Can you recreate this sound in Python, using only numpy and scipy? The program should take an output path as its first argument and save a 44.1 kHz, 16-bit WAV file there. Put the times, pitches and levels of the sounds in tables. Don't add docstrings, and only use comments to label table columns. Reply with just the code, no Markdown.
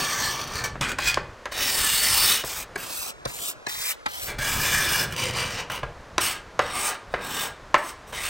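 import sys
import numpy as np
from scipy import signal
from scipy.fft import rfft, irfft
from scipy.io import wavfile
from scipy.ndimage import uniform_filter1d, map_coordinates

SR = 44100
rng = np.random.default_rng(int(sys.argv[2]) if len(sys.argv) > 2 else 0)


def to_wav(s):
    ch = np.atleast_2d(s).T
    pcm = np.round(np.clip(ch, -1, 1) * 32767)
    wavfile.write(sys.argv[1], SR, pcm.astype(np.int16))


N = 365588


def amp(db):
    return 10 ** (np.asarray(db) / 20)


def rms_one(x):
    return x / np.sqrt(np.mean(x ** 2) + 1e-20)


def at_hz(points, hz):
    point_hz, values = np.array(points).T
    return np.interp(np.log(hz + 1), np.log(point_hz), values)


def in_time(rows, t):
    s, *columns = np.transpose(rows)
    return [np.interp(t, s, column) for column in columns]


def band(x, low_hz, high_hz, order=2):
    return signal.sosfilt(signal.butter(order, [low_hz, high_hz], "band", fs=SR, output="sos"), x)


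def coloured(x, spectrum):
    hz = np.arange(len(x) // 2 + 1) * SR / len(x)
    return irfft(rfft(x) * amp(at_hz(spectrum, hz)), len(x))


def drift(rate):
    r = np.exp(-2 * np.pi * rate / SR)
    slow = signal.lfilter([1], [1, -2 * r, r * r], rng.standard_normal(N + SR))
    return rms_one(slow[SR:])


def resonance(x, hz, width_hz):
    r = np.exp(-np.pi * width_hz / SR)
    feedback = [1, -2 * r * np.cos(2 * np.pi * hz / SR), r * r]
    return signal.lfilter(np.array([1, 0, -1]) * (1 - r * r) / 2, feedback, x)


def tearing(grain_db):
    flutter_db = grain_db * drift(155) + 1.25 * drift(11.6)
    return rng.standard_normal((2, N)) * amp(flutter_db)


def patchy(x, depth_db):
    _, _, z = signal.stft(x, SR, nperseg=512)
    patches = uniform_filter1d(rng.standard_normal(z.shape), size=5, axis=0)
    patches = uniform_filter1d(patches, size=24, axis=1)
    return signal.istft(z * amp(depth_db * rms_one(patches)), SR, nperseg=512)[1][:N]


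def off_the_panel(x):
    delay_ms = []
    for *_, speed in STROKES:
        delay_ms += [(speed[0][0], 1.1), (speed[-1][0], 0.7)]
    delay, = in_time(delay_ms, np.arange(N) / SR)
    late = np.arange(N) - delay * SR / 1000
    return x + 0.13 * map_coordinates(x, [late], order=3, mode="nearest")


# wood, blade, shavings, edge hiss; (frequency [Hz])
LAYER_HZ = [500, 1900, 6000, 13000]


def layers(x):
    log_hz = np.log(np.arange(len(x) // 2 + 1) * SR / len(x) + 1)
    shares = [np.interp(log_hz, np.log(LAYER_HZ), row) for row in np.eye(4)]
    return [rms_one(irfft(rfft(x) * share, len(x))) for share in shares]


# (start time [s], level of the room echo during this hold [dB],
# resonances as (frequency [Hz], width [Hz], level [dB]))
HOLDS = [ (0, -11, [(1173, 60, 1), (1556, 31, -1), (1760, 51, 4.5), (2310, 60, 4.5), (3180, 540, -2),
         (3720, 22, 4), (4360, 280, 0.5), (5840, 220, 3), (6500, 280, -1), (8470, 240, -0.5)]),
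         (.78, -14, [(1130, 140, 2), (1470, 130, 1), (2420, 120, 5), (3360, 72, -4)]),
         (.97, -12, [(1600, 150, -1), (2470, 42, 11.5), (3280, 120, 6.5), (4900, 110, 2), (5800, 82, -4)]),
         (1.401, -12, [(1310, 160, -8), (1785, 79, -1.5), (2450, 220, -6), (2920, 82, 0), (3730, 260, -1.5),
         (4500, 88, 0.5), (5290, 230, -2), (6080, 120, 0.5), (8480, 1140, -2)]),
         (2.44, -24, [(1070, 410, -15), (2400, 160, -6.5), (5230, 960, -13), (8200, 580, -6.5),
         (13200, 1600, -8)]), (4.279, -10, [(1094, 120, -4.5), (1672, 85, 6.5), (2360, 54, 5.5),
         (2900, 50, 1.5), (3300, 73, -4), (3480, 71, -1), (5170, 140, -4.5), (5960, 180, -4),
         (8700, 400, -6)]), (5.14, -10.5, [(502, 27.4, 2), (1005, 75, -2.5), (2330, 45, -0.5),
         (2970, 190, -0.5), (4800, 130, -5.5), (5450, 100, -3), (6050, 170, -0.5), (8670, 290, -3)]),
         (5.95, -11.5, [(1194, 32, -1), (1640, 31, -2), (2990, 110, -4.5), (3720, 71, -3), (4350, 53, -12),
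         (5560, 130, -3), (7860, 160, -2), (8760, 320, 0)]), ]
# (frequency [Hz], level [dB per Hz])
BETWEEN_MODES = [(200, -11.5), (1000, -7.5), (2500, -8), (4000, -10), (9000, -8.5), (10500, -12.5),
                 (16000, -5)]
BEND_SHARE, BEND_RATE = 0.012, 2.5


def rasp():
    ringing_source, broad_source = tearing(grain_db=1.0)
    broad_source = off_the_panel(patchy(broad_source, depth_db=2.5))
    wander = [amp(3.3 * drift(4.3)) for _ in range(7)]
    flex = BEND_SHARE * drift(BEND_RATE)
    out = np.zeros((4, N))
    starts = [round(hold[0] * SR) for hold in HOLDS] + [N]
    for (_, _, modes), a, b in zip(HOLDS, starts, starts[1:]):
        ringing = np.zeros(b - a)
        for k, (hz, width_hz, db) in enumerate(modes):
            driven = ringing_source[a:b] * wander[k % 7][a:b]
            ringing += (-1) ** k * amp(db) * resonance(driven, hz, width_hz)
        pace = 1 + flex[a:b] - flex[a:b].mean()
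        ringing = map_coordinates(ringing, [np.cumsum(pace)], order=3, mode="mirror")
        broad = band(coloured(broad_source[a:b], BETWEEN_MODES), 131, 18500)
        out[:, a:b] = layers(ringing + broad)
    return out


# (time [s], level [dB]))
STROKES = [ (-34.5, -30, -33.5, [(0.0, -28), (0.336, -30.5), (0.368, -39), (0.402, -34.5), (0.462, -44.5),
           (0.594, -34), (0.632, -50), (0.642, -33), (0.7, -49.5)]), (-32, -25, -42, [(0.815, -30),
           (0.839, -34.5), (0.915, -40.5), (0.95, -58)]), (-39.5, -20, -28.5, [(0.99, -31), (0.996, -37.5),
           (1.088, -21.5), (1.16, -47)]), (-39, -25.5, -20, [(1.52, -38.5), (1.624, -28), (2.036, -23),
           (2.124, -24.5), (2.188, -22), (2.324, -23.5), (2.402, -30.5), (2.42, -38)]),
           (-44.5, -36.5, -33, [(2.45, -33.5), (2.606, -34.5), (2.63, -38), (2.655, -59)]),
           (-40, -38, -31.5, [(2.78, -42), (2.99, -33), (3.1, -35), (3.12, -50)]),
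           (-42, -39.5, -27, [(3.275, -41.5), (3.499, -29), (3.519, -36), (3.535, -52)]),
           (-53.5, -32, -25.5, [(3.685, -38), (3.919, -28.5), (3.945, -49)]),
           (-46.5, -35.5, -31, [(4.085, -46), (4.141, -41), (4.275, -34)]), (-35, -33, -37, [(4.285, -33.5),
           (4.305, -34), (4.35, -58)]), (-35, -25.5, -27, [(4.39, -34.5), (4.456, -27.5), (4.794, -28),
           (4.9, -32), (4.93, -26.5), (5.034, -30), (5.074, -46), (5.137, -43)]),
           (-34, -27, -37, [(5.14, -60), (5.196, -28.5), (5.302, -37), (5.318, -49), (5.352, -32),
           (5.606, -37.5), (5.65, -61)]), (-38.5, -33, -39.5, [(5.705, -40), (5.757, -41), (5.8, -61.5)]),
           (-38.5, -27.5, -28.5, [(6.2, -51), (6.21, -31), (6.266, -27), (6.32, -30), (6.39, -53)]),
           (-36.5, -27, -27, [(6.62, -44), (6.714, -41), (6.736, -36.5), (6.876, -26.5), (6.96, -49.5)]),
           (-54, -55, -62, [(7.1, -70), (7.106, -63), (7.13, -56)]), (-37, -31, -30.5, [(7.16, -55),
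           (7.182, -58), (7.248, -40), (7.45, -31.5), (7.52, -57.5)]), (-44, -41, -40.5, [(7.78, -44),
           (7.814, -46.5), (7.896, -39), (7.93, -55)]), (-53, -51, -51, [(8.075, -52), (8.11, -50)]),
           (-46.5, -31.5, -34, [(8.13, -40.5), (8.27, -31.5), (8.29, -35)]), ]
# (time [s], level at the start of the chip spray [dB])
CATCHES = [(0.3594, -38), (0.4135, -33), (0.474, -36), (0.5367, -39), (0.555, -30), (0.618, -37),
           (0.6395, -29), (0.6589, -30), (0.8929, -27.5), (0.9173, -32), (5.124, -31.5), (5.164, -30),
           (5.1794, -32), (5.255, -33), (5.309, -32), (5.508, -36)]
WOOD_FOLLOWS, BLADE_FOLLOWS, HISS_FOLLOWS = 0.26, 0.51, 1.38
TOUCH_S, LIFT_S = 0.008, 0.013
JUDDER_DB, JUDDER_PER_DB, JUDDER_LEAST_DB, JUDDER_TOP_DB = 1, 0.33, 1, 6
SPRAY_S = 0.0042


def strokes():
    gain, t, shake = np.zeros((4, N)), np.arange(N) / SR, drift(84)
    for wood_db, blade_db, hiss_db, speed in STROKES:
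        landing = np.clip((t - speed[0][0]) / TOUCH_S + 1, 0, 1)
        lifting = np.clip((speed[-1][0] - t) / LIFT_S + 1, 0, 1)
        touch = landing * lifting
        on = touch > 0
        shavings, = in_time(speed, t[on])
        loss = shavings - shavings.max()
        wood = wood_db + WOOD_FOLLOWS * loss
        blade = blade_db + BLADE_FOLLOWS * loss
        hiss = hiss_db + HISS_FOLLOWS * loss
        depth_db = JUDDER_DB + JUDDER_PER_DB * (blade - shavings)
        judder = np.clip(depth_db, JUDDER_LEAST_DB, JUDDER_TOP_DB) * shake[on]
        gain[:, on] += touch[on] * amp([wood, blade, shavings + 0.66 * judder, hiss + judder])
    decay = np.exp(-np.arange(1300) / SR / SPRAY_S)
    for s, db in CATCHES:
        i = round(s * SR)
        gain[1:, i:i + 1300] += amp(db) * decay * amp([[-3], [0], [-5]])
    return (gain * rasp()).sum(axis=0)


# (frequency [Hz], time to fall 60 dB [s])
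ROOM_T60 = [(200, 0.44), (1500, 0.39), (5000, 0.28), (14000, 0.13)]


def room(x):
    t = np.arange(SR // 2) / SR
    edges = 150 * 2.0 ** np.arange(8)
    echo = np.zeros(len(t))
    for low, high in zip(edges, edges[1:]):
        t60 = at_hz(ROOM_T60, np.sqrt(low * high))
        echo += band(rng.standard_normal(len(t)), low, high) * amp(-60 * t / t60)
    echo *= np.clip(t / 0.011, 0, 1)
    return signal.fftconvolve(x, echo / np.sqrt(np.sum(echo ** 2)))[:N]


# (time [s], sway level [dB], drone level [dB])
RUMBLE = [(0.0, -45.5, -42), (0.88, -35.5, -39), (0.97, -37.5, -50), (1.22, -39, -40), (1.38, -49, -68),
          (1.75, -41, -51.5), (3.74, -50, -54.5), (4.15, -51, -73), (4.36, -33.5, -40), (5.4, -44, -34),
          (5.91, -44, -52), (8.29, -50, -55)]


def bench():
    sway_db, drone_db = in_time(RUMBLE, np.arange(N) / SR)
    lurch_db = 2.0 * drift(10.4) + 2.5 * drift(3.0)
    sway_source, drone_source = rng.standard_normal((2, N)) * amp(lurch_db)
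    sway = band(sway_source, 16, 84)
    drone = band(drone_source, 93, 178) + amp(1.5) * resonance(drone_source, 122.0, 25)
    return amp(sway_db) * rms_one(sway) + amp(drone_db) * rms_one(drone)


# (frequency [Hz], relative level [dB per Hz])
AIR_SPECTRUM = [(88, -40), (150, -11.5), (414, -3), (601, -0.5), (759, -5), (1080, -3), (1870, -8),
                (2500, -14.5), (6510, -22.5), (16000, -44.5)]
AIR_DB = -43.5


def workshop_air():
    return amp(AIR_DB) * rms_one(coloured(rng.standard_normal(N), AIR_SPECTRUM))


def struck(modes, t, share, chance):
    x = np.zeros(len(t))
    for (hz, db, t60), (strength, phase) in zip(modes, chance):
        decay_db = -60 * t / (t60 * share)
        x += amp(db + 2.9 * strength + decay_db) * np.sin(2 * np.pi * hz * t + phase)
    return x / np.abs(x).max()


# (time [s], ring level [dB], thud level [dB], body level [dB], crack level [dB])
KNOCKS = [(0.754, -25.5, -29, -26.5, -43), (0.81, -29, -15.5, -26, -7.5), (0.985, -13, -43, -34, -14),
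          (1.142, -36, -40, -33, -6), (1.171, -12, -27, -16.5, -26), (1.455, -15, -52, -31, -19),
          (1.52, -26, -50, -40, -22), (2.437, -21, -29, -22, -19), (2.758, -16, -38, -24, -12),
          (3.254, -15, -26, -19.5, -7), (3.667, -14, -30, -26, -11), (4.061, -9.5, -36, -27, -11),
          (4.388, -27.5, -23, -36, -23), (5.698, -17.5, -35, -34, -23), (5.83, -15.5, -25, -21, -41),
          (6.18, -9, -42, -18, -1.5), (6.591, -2, -31, -11, -11), (7.138, -10, -34, -15.5, -33),
          (7.742, 0.5, -39, -12, -13), (8.128, -24.5, -46, -32, -43)]
# (frequency [Hz], level [dB], time to fall 60 dB [s])
PANEL = [(591, 6, 0.17), (626, -9, 0.11), (807, -22, 0.04), (1008, -12.5, 0.16), (1059, 12.5, 0.11),
         (1186, 1, 0.23), (1352, 1.5, 0.21), (1620, -15, 0.2), (1650, 8, 0.096), (1870, -13, 0.047),
         (2400, -34, 0.031)]
# (frequency [Hz], level [dB], time to fall 60 dB [s])
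BENCH = [(50, -6.5, 0.24), (127.4, 0, 0.15)]
CONTACT_S = 0.002
HAND_DAMPING, BENCH_DAMPING = 0.31, 0.87
SMEAR_FROM_S, SMEAR_TO_S = 2.6, 4.2


def knocks():
    out, t = np.zeros(N + SR), np.arange(SR // 2) / SR
    chance = rng.standard_normal((len(KNOCKS), len(PANEL), 2))
    for (s, ring_db, thud_db, body_db, crack_db), luck in zip(KNOCKS, chance):
        noise = rng.standard_normal((3, len(t)))
        dense = rms_one(band(noise[0], 720, 1930)) * amp(-6.0 - 60 * t / 0.071)
        ring = struck(PANEL, t, HAND_DAMPING, luck) + dense
        thud = struck(BENCH, t, BENCH_DAMPING, luck)
        body = rms_one(band(noise[1], 260, 760)) * amp(-60 * t / 0.053)
        crack = rms_one(band(noise[2], 1600, 6550)) * np.exp(-t / 0.0018)
        hit = amp(ring_db) * ring + amp(thud_db) * thud
        hit += amp(body_db) * body + amp(crack_db) * crack
        hit *= np.clip(t / CONTACT_S, 0, 1) ** 1.53
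        i = round(s * SR)
        if SMEAR_FROM_S < s < SMEAR_TO_S:
            swell = noise[2, :600] * np.hanning(600) ** 1.4
            spread = np.convolve(hit, swell)[:len(t)]
            hit = rms_one(spread) * np.sqrt(np.mean(hit ** 2))
            i -= 280
        out[i:i + len(t)] += hit
    return out[:N]


def scene():
    work = strokes() + knocks()
    hold = np.searchsorted([h[0] for h in HOLDS], np.arange(N) / SR, "right") - 1
    wet = amp(np.array([h[1] for h in HOLDS])[hold])
    mono = work + wet * room(work) + bench() + workshop_air()
    return np.array([mono, mono])


# (time [s], share of full drift)
APART = [(2.45, 0), (2.7, 0), (3.0, 0.91), (4.26, 0.93), (4.3, 0)]
# (frequency [Hz], phase [radians])
APART_TURN = [(60, 2.7), (800, 2.37), (2500, 2.87), (5500, 1.6), (12000, 1.6)]


def phases_apart(x):
    hz, t, z = signal.stft(x, SR, nperseg=512)
    patches = uniform_filter1d(rng.standard_normal(z.shape[1:]), size=24, axis=0)
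    patches = uniform_filter1d(patches, size=60, axis=1)
    share, = in_time(APART, t)
    largest = np.clip(at_hz(APART_TURN, hz)[:, None] * share, 0, 2.9)
    turn = largest * np.tanh(4.1 * rms_one(patches))
    turned = z * np.exp(0.5j * np.array([turn, -turn]))
    return signal.istft(turned, SR, nperseg=512)[1][:, :N]


CUTOFF_HZ = 16350


def record(dry):
    rounded = 0.76 * np.tanh(dry / 1.058)
    x = phases_apart(rounded)
    return signal.sosfilt(signal.cheby2(28, 90, CUTOFF_HZ, fs=SR, output="sos"), x)


dry = scene()
out = record(dry)
to_wav(out)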